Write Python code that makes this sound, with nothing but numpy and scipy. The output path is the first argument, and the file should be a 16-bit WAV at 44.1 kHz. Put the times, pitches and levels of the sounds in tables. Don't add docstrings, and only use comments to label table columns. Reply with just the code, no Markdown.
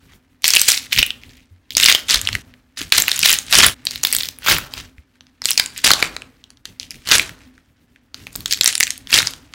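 import sys
import numpy as np
from scipy import signal
from scipy.fft import rfft, irfft, next_fast_len
from scipy.io import wavfile
from scipy.ndimage import map_coordinates

SR = 44100
rng = np.random.default_rng(int(sys.argv[2]) if len(sys.argv) > 2 else 0)


def generate_wav(signal):
    frames = np.transpose(np.atleast_2d(signal))
    scaled = np.clip(frames, -1, 1) * 32767
    pcm = np.round(scaled).astype(np.int16)
    wavfile.write(sys.argv[1], SR, pcm)


N = 420713

# t/s, level/dB, ring f/Hz
SKIN_CRACKS = [(0.1351, -28.5, 3300), (0.421, -19.5, 7080), (0.4423, 7.5, 4200), (0.454, 1.5, 2896),
               (0.479, 7, 7550), (0.4872, 2.5, 4370), (0.5045, 5.5, 5160), (0.5361, 9.5, 4560),
               (0.5628, 5, 2890), (0.5678, 10, 2560), (0.615, 7.5, 7600), (0.6838, 5, 7240),
               (0.6862, 4.5, 5060), (0.7178, 7.5, 5300), (0.9293, -7.5, 2350), (0.9627, -4.5, 2470),
               (0.986, 4.5, 3020), (0.99, 9, 2600), (1.017, -8, 3000), (1.0277, 9.5, 2650),
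               (1.0642, -4.5, 3020), (1.105, -6, 2760), (1.235, -25, 2070), (1.706, -7, 3670),
               (1.751, -6.5, 4160), (1.7684, 9.5, 4930), (1.7803, 4.5, 5200), (1.7995, 4.5, 2430),
               (1.828, 0.5, 5110), (1.8347, 5, 2820), (1.842, 5, 7360), (1.851, 1.5, 2705),
               (1.8588, 12.5, 4260), (1.862, 1, 2460), (1.8844, 8.5, 2260), (1.897, 7, 3045),
               (1.924, 5.5, 3530), (1.9485, 9.5, 3320), (1.9548, -2.5, 3030), (2.088, -13, 3200),
               (2.108, 3.5, 4270), (2.128, -2.5, 2920), (2.143, 7, 4180), (2.1575, 3, 4160),
               (2.2143, -4, 6650), (2.2728, -0.5, 2830), (2.2883, -2, 2030), (2.3295, -6.5, 3430),
               (2.3518, -2, 2110), (2.539, -28, 1850), (2.7728, -14, 4160), (2.8154, -7.5, 4130),
               (2.9218, 13, 3050), (2.9795, 9.5, 8180), (2.9827, 4, 4290), (2.9999, 7, 6270),
               (3.021, 4.5, 7000), (3.0807, 4.5, 1850), (3.1157, 3, 4000), (3.1648, -9.5, 6740),
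               (3.1768, -10.5, 2208), (3.1916, 0.5, 7760), (3.2292, 1.5, 5330), (3.2331, 3.5, 2700),
               (3.2569, 12, 3900), (3.303, 7, 3150), (3.328, 6, 6600), (3.341, -3.5, 8900),
               (3.387, -1, 6400), (3.511, -9.5, 9710), (3.526, 6.5, 2610), (3.5523, 9.5, 3880),
               (3.585, 11.5, 5400), (3.604, 9.5, 2590), (3.6312, 4.5, 4110), (3.636, 8, 3380),
               (3.664, 11.5, 9100), (3.8535, -10, 8460), (3.869, 1.5, 4100), (3.9092, -9, 4280),
               (3.958, -7, 4360), (3.9775, -21.5, 4150), (4.0334, 0.5, 5700), (4.0366, 0.5, 7160),
               (4.0497, 7, 3570), (4.0705, -1, 3960), (4.105, -11.5, 4170), (4.127, 3, 9250),
               (4.134, 0.5, 4610), (4.149, 5.5, 3500), (4.1648, 3.5, 7500), (4.1854, -1, 3900),
               (4.2081, -3.5, 3500), (4.2334, -1, 3600), (4.287, -5, 4800), (4.3868, -18, 10160),
               (4.4842, 3.5, 1380), (4.5841, -1, 1460), (4.7376, -9, 3060), (4.982, -26, 2010),
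               (5.208, -19, 3080), (5.268, -25, 3110), (5.4186, -9, 4340), (5.4404, -13, 4130),
               (5.4556, 2.5, 4320), (5.4873, -5, 3070), (5.492, -4.5, 3150), (5.5066, 4, 7900),
               (5.515, -0.5, 3930), (5.5765, 7, 4170), (5.597, 10, 3380), (5.6603, -7.5, 7600),
               (5.7776, -10, 7360), (5.8448, 7, 4010), (5.8504, -2, 4800), (5.905, 9, 1260),
               (5.9144, 13, 3870), (5.9346, 7, 4030), (6.0257, 8.5, 2400), (6.1653, -9.5, 1900),
               (6.22, -18, 2500), (6.44, -20, 3080), (6.504, -20, 4680), (6.5717, -24, 3700),
               (6.6547, -11, 5200), (6.798, -7, 3800), (6.907, -12, 5140), (7.088, -5, 4180),
               (7.114, 8.5, 3870), (7.119, 10, 2880), (7.1521, 0, 1620), (7.1822, 1.5, 5640),
               (7.1957, 4.5, 2480), (7.579, -29, 1446), (7.96, -26, 1587), (8.144, -11.5, 4200),
               (8.2685, -14, 2010), (8.3544, -10.5, 4730), (8.3593, -6, 8700), (8.406, -13, 4260),
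               (8.4587, -1, 4070), (8.5097, -3.5, 4400), (8.5189, -4.5, 4500), (8.525, 5, 4300),
               (8.5344, 0.5, 4300), (8.6103, 8.5, 4200), (8.6342, 0, 4500), (8.6434, 2, 9100),
               (8.659, 7.5, 5230), (8.6761, 7.5, 6600), (8.727, -8, 4820), (8.753, 3, 4560),
               (8.779, -1.5, 7300), (8.802, 1, 8300), (8.806, 5.5, 1950), (8.8289, 2.5, 1880),
               (8.8346, 4, 5900), (8.8687, -8, 2070), (8.877, -10, 2570), (8.9051, -3.5, 5900),
               (8.978, -17.5, 8550), (9.072, -17.5, 2900), (9.1279, 4.5, 2610), (9.1405, 9.5, 3580),
               (9.187, 9, 3670), (9.198, -12.5, 4100), (9.2198, -9, 3600), (9.2714, -1, 4760),
               (9.336, -15.5, 3580), (9.5368, -14, 1290)]
# full pressure t/s, build-up/s, hold/s, crackle/dB, squash/dB, skin ring f/Hz,
# knock/dB (thick flakes knock the core), treble/dB
FINGER_SQUEEZES = [(0, 0.029, .12, -51.5, -42.5, 2015, -0.5, -20.5),
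                   (0.45, 0.034, 0.18, -21, -57, 4390, -18.5, -10),
                   (0.685, .04, 0.035, -14, -55.5, 4275, -16.5, -16),
                   (0.933, 0.042, 0.043, -23.5, -34, 2678, -19.5, -11),
                   (1.22, .2, 0.22, -55, -65, 2544, -21, -11),
                   (1.708, .01, 0.034, -43, -46.5, 3635, -25.5, -7),
                   (1.778, 0.023, 0.15, -19.5, -51.5, 3700, -15, -7.5),
                   (2.1, 0.04, 0.021, -18, -33, 3477, -12, -15),
                   (2.232, 0.14, 0.21, -37.5, -37, 2916, -10, -16.5),
                   (2.772, .02, 0.039, -31, -45, 3697, -14, -12),
                   (2.925, .01, 0.082, -19, -41.5, 3740, -11, -10),
                   (3.08, .1, .12, -26.5, -47, 3724, -15, -14),
                   (3.265, 0.072, 0.033, -12, -39.5, 3720, -14.5, -9),
                   (3.547, 0.086, 0.1, -10.5, -27, 3120, -8.5, -17),
                   (3.861, .025, 0.12, -39.5, -46, 4000, -15.5, -12),
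                   (4.046, 0.034, 0.18, -30.5, -49, 4220, -15, -2),
                   (4.479, 0.07, 0.043, -12.5, -27.5, 2898, -6.5, -7),
                   (4.787, .3, 0.022, -37.5, -43.5, 2724, -4.5, -11.5),
                   (5.46, 0.048, 0.057, -30.5, -53, 4110, -19, -18),
                   (5.584, .05, 0.0071, -26.5, -46, 3924, -16, -13),
                   (5.777, .15, 0.039, -40.5, -51, 3550, -15, -14.5),
                   (5.843, 0.012, 0.033, -14.5, -34.5, 3477, -5, -20.5),
                   (6.005, 0.1, 0.016, -21.5, -39.5, 2284, -2.5, -24.5),
                   (6.654, 0.015, .02, -46.5, -47, 2996, -18.5, -15.5),
                   (6.804, .02, 0.026, -42, -58, 3040, -25.5, -18.5),
                   (6.91, 0.014, 0.019, -46.5, -44.5, 3540, -23.5, -18),
                   (7.113, 0.11, 0.056, -16.5, -31, 3046, -9, -18.5),
                   (8.14, 0.0092, 0.12, -48, -46, 3000, -10, -18),
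                   (8.329, 0.057, .08, -43.5, -42, 4390, -6, -5),
                   (8.515, .1, 0.035, -32.5, -51, 4260, -19, -10),
                   (8.674, .1, 0.01, -23.5, -53, 3774, -14, -15),
                   (8.807, 0.043, 0.12, -42, -51, 3594, -19, -17.5),
                   (9.134, 0.055, 0.037, -12.5, -32.5, 3488, -10.5, -17.5),
                   (9.226, .05, 0.0086, -23.5, -39.5, 3830, -8, -14.5)]
# f/Hz, relative level/dB
CORE_SPECTRUM = [(20, -32.5), (30, -5), (85, -2.5), (150, -6.5), (400, -17.5), (900, -35)]
# t/s, level/dB, f/Hz, t60/s
FINGER_BUMPS = [(1.51, -29.5, 89.1, .25), (2.155, -22, 54, 0.14), (2.229, -30.5, 90, 0.38),
                (2.336, -24.5, 95, 0.16), (2.812, -23.5, 276, 0.035), (4.769, -32, 59.1, 0.13),
                (4.982, -23, 73, .08)]
# f/Hz, t60/s
ROOM_DECAY = [(300, 0.7), (2000, 0.26), (6000, 0.25), (15000, 0.25)]
# f/Hz, relative level/dB
ROOM_TONE_SPECTRUM = [(20, -23), (60, -2), (125, -9), (190, -19.5), (255, 1), (340, -18.5), (600, -22),
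                      (1600, -25.5), (16000, -59)]
CUTOFFS = [2.421, 3.742]

BUILD_DB = 40
CRACKLE_FALL_DB_PER_S, SQUASH_FALL_DB_PER_S = 238.5, 163
SETTLE_DB, SETTLE_DB_PER_S = -35, 46
SQUASH_LAG_S, SQUASH_BUILD_S = 0.036, 0.039
REST_CRACKLE_DB, REST_SQUASH_DB = -60, -55
REST_RING_HZ, REST_KNOCK_DB, REST_TREBLE_DB = 1700, -10.5, -21
HOLLOW_DB, HOLLOW_Q = -13, 4.7
FLAKE_Q, TREBLE_SCATTER_DB, CLUMP_DB = 3.7, 5, 2.6
DIP_S, DIP_DB = 0.0622, 11
ROOM_DB, TOP_HZ = -13, 16320


def cracks():
    at_s, db, ring_hz = np.transpose(SKIN_CRACKS)
    tear_s = np.minimum(0.00034 + 0.00014 * amp(db), .001)
    return snaps(at_s, db, ring_hz, tear_s, width_hz=ring_hz[:, None] / FLAKE_Q)


def snaps(at_s, db, ring_hz, tear_s, width_hz):
    t = np.arange(512) / SR
    age = t / tear_s[:, None]
    tear = rng.standard_normal(age.shape) * age * np.exp(1 - age)
    start = np.round(at_s * SR).astype(int)
    _, skin_hz, knock_db, treble_db = (v[np.minimum(start, N - 1), None] for v in skin())
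    jf = 1j * np.fft.rfftfreq(len(t), 1 / SR)

    def ring(hz, width):
        return jf * width / (hz ** 2 + jf ** 2 + jf * width)

    lower_hz = ring_hz[:, None]
    upper_hz = lower_hz * (1.3 + rng.random(lower_hz.shape))
    flake = ring(lower_hz, width_hz) - 0.49 * ring(upper_hz, width_hz)
    hollow = amp(HOLLOW_DB) * ring(skin_hz, skin_hz / HOLLOW_Q)
    crunch = amp(-9) / (1 + jf / (3 * skin_hz)) ** 2
    sizzle_db = treble_db + TREBLE_SCATTER_DB * rng.standard_normal(skin_hz.shape)
    sizzle = amp(sizzle_db) * (jf / (7000 + jf)) ** 3
    corner_hz = 1050 * amp(-.28 * knock_db)
    low_cut = (jf ** 2 / (corner_hz ** 2 + jf ** 2 + 0.96 * corner_hz * jf)) ** 2
    knock = 0.64 * amp(knock_db) * jf / (250 + jf) / (1 + jf / 1600) ** 2
    burst = irfft(rfft(tear) * ((flake + hollow + crunch) * low_cut + sizzle + knock))
    burst *= (amp(db) / np.abs(burst).max(axis=1))[:, None]
    samples = start[:, None] + np.arange(len(t))
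    return np.bincount(samples.ravel(), burst.ravel(), N + SR)[:N]


def crackle():
    level_db, _, knock_db, _ = skin()
    middling = grains(count=1300, spread_db=6.5, tear_s=.00028)
    tiny = grains(count=7000, spread_db=1.5, tear_s=0.0015)
    firmness = np.clip((level_db + 80) / 40, .3, .8)
    thinness = amp(-knock_db / 2 - 5)
    return amp(level_db + CLUMP_DB * wobble(40)) * (firmness * thinness * middling + tiny)


def grains(count, spread_db, tear_s):
    at_s = rng.random(count) * (N - 1) / SR
    db = np.minimum(spread_db * rng.exponential(size=count), 14)
    skin_hz = skin()[1][(at_s * SR).astype(int)]
    ring_hz = np.clip(skin_hz * np.exp(0.49 * rng.standard_normal(count)), 900, 13000)
    return unit(snaps(at_s, db, ring_hz, np.full(count, tear_s), width_hz=1613))


def skin():
    full_s, build_s, hold_s, db, _, *timbre = np.transpose(FINGER_SQUEEZES)
    t, pressed = pressure(full_s, build_s, hold_s, db, CRACKLE_FALL_DB_PER_S)
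    _, settling = pressure(full_s, build_s, hold_s, db + SETTLE_DB, SETTLE_DB_PER_S)
    power, rest = pressed + settling, amp(2 * REST_CRACKLE_DB)
    total = power.sum(axis=0) + rest
    rest_timbre = REST_RING_HZ, REST_KNOCK_DB, REST_TREBLE_DB
    blend = [(v @ power + held * rest) / total for v, held in zip(timbre, rest_timbre)]
    return [np.interp(np.arange(N) / SR, t, v) for v in (10 * np.log10(total), *blend)]


def pressure(full_s, build_s, hold_s, db, fall_db_per_s):
    t = np.arange(0, N / SR + .002, .001)
    since = t - full_s[:, None]
    lost_db = np.maximum(-BUILD_DB * since / build_s[:, None], fall_db_per_s * (since - hold_s[:, None]))
    sounding = np.searchsorted(CUTOFFS, t) <= np.searchsorted(CUTOFFS, full_s)[:, None]
    return t, amp(2 * (db[:, None] - np.maximum(lost_db, 0))) * sounding


def squash():
    full_s, build_s, hold_s, _, db, *_ = np.transpose(FINGER_SQUEEZES)
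    t, power = pressure(full_s + SQUASH_LAG_S, build_s + SQUASH_BUILD_S, hold_s, db, SQUASH_FALL_DB_PER_S)
    gain = np.sqrt(np.interp(np.arange(N) / SR, t, power.sum(axis=0)) + amp(2 * REST_SQUASH_DB))
    return gain * amp(3.7 * wobble(25)) * coloured_noise(CORE_SPECTRUM)


def bumps():
    out, t = np.zeros(N + SR), np.arange(SR // 2) / SR
    for at_s, db, hz, t60 in FINGER_BUMPS:
        envelope = amp(db + 4.5 - 60 * t / t60) * (1 - np.exp(-2 * hz * t))
        out[round(at_s * SR):][:len(t)] += envelope * np.sin(2 * np.pi * hz * t)
    return out[:N]


def room(x, pieces=32):
    out = np.zeros(N)
    cutoffs = np.round(np.array(CUTOFFS) * SR).astype(int)
    edges = np.union1d(np.linspace(0, N, pieces + 1).astype(int), cutoffs)
    f, t60 = np.transpose(ROOM_DECAY)
    for a, b in zip(edges[:-1], edges[1:]):
        hz, t, noise = signal.stft(rng.standard_normal(SR // 2), SR, nperseg=256)
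        decay = amp(-60 * t / np.interp(hz, f, t60)[:, None])
        tail = signal.istft(noise * decay, SR, nperseg=256)[1]
        tail *= 1 - np.exp(-np.arange(len(tail)) / (0.00052 * SR))
        end = min([N, *cutoffs[cutoffs > a]])
        wet = signal.fftconvolve(x[a:b], tail / np.linalg.norm(tail))[:end - a]
        out[a:a + len(wet)] += wet
    return out


def room_tone():
    return amp(-50.5) * coloured_noise(ROOM_TONE_SPECTRUM)


def suppress(x, open_db, depth_db, smooth_s):
    treble = signal.sosfilt(signal.butter(2, 900, "high", fs=SR, output="sos"), x)
    keep = np.exp(-1 / (smooth_s * SR))
    treble_db = 10 * np.log10(signal.lfilter([1 - keep], [1, -keep], treble ** 2) + 1e-9)
    return x * amp(np.clip(0.66 * (treble_db - open_db), -depth_db, 0))


def coloured_noise(points):
    f, db = np.transpose(points)
    size = next_fast_len(N + 8192)
    hz = np.fft.rfftfreq(size, 1 / SR)
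    gain = amp(np.interp(np.log(hz + 1), np.log(f + 1), db))
    return unit(irfft(rfft(rng.standard_normal(N), size) * gain, size)[:N])


def wobble(rate):
    return map_coordinates(rng.standard_normal(int(N * rate / SR) + 4), [np.arange(N) * rate / SR])


def amp(db):
    return 10 ** (np.asarray(db) / 20)


def unit(x):
    return x / np.sqrt(np.mean(x ** 2) + 1e-20)


def scene():
    loud, fine, tone = cracks(), crackle(), room_tone()
    clay = loud + fine + amp(ROOM_DB) * room(loud + 1.1 * fine) + squash()
    until_cutoff_s = np.array(CUTOFFS)[:, None] - np.arange(N) / SR
    dips = np.clip(1 - until_cutoff_s / DIP_S, 0, 1) * (until_cutoff_s > 0)
    return (amp(-DIP_DB * dips.sum(axis=0)) * clay + bumps() + tone)[None]


def record(dry):
    clipped = dry / (1 + np.abs(dry) ** 8) ** (1 / 8)
    gated = suppress(clipped, open_db=-33.5, depth_db=10.0, smooth_s=0.049)
    size = next_fast_len(N + 8192)
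    roll_off = np.clip((TOP_HZ - np.fft.rfftfreq(size, 1 / SR)) / 550, 0, 1) ** 2
    return irfft(rfft(gated, size) * roll_off, size)[:, :N]


dry = scene()
out = record(dry)
generate_wav(out)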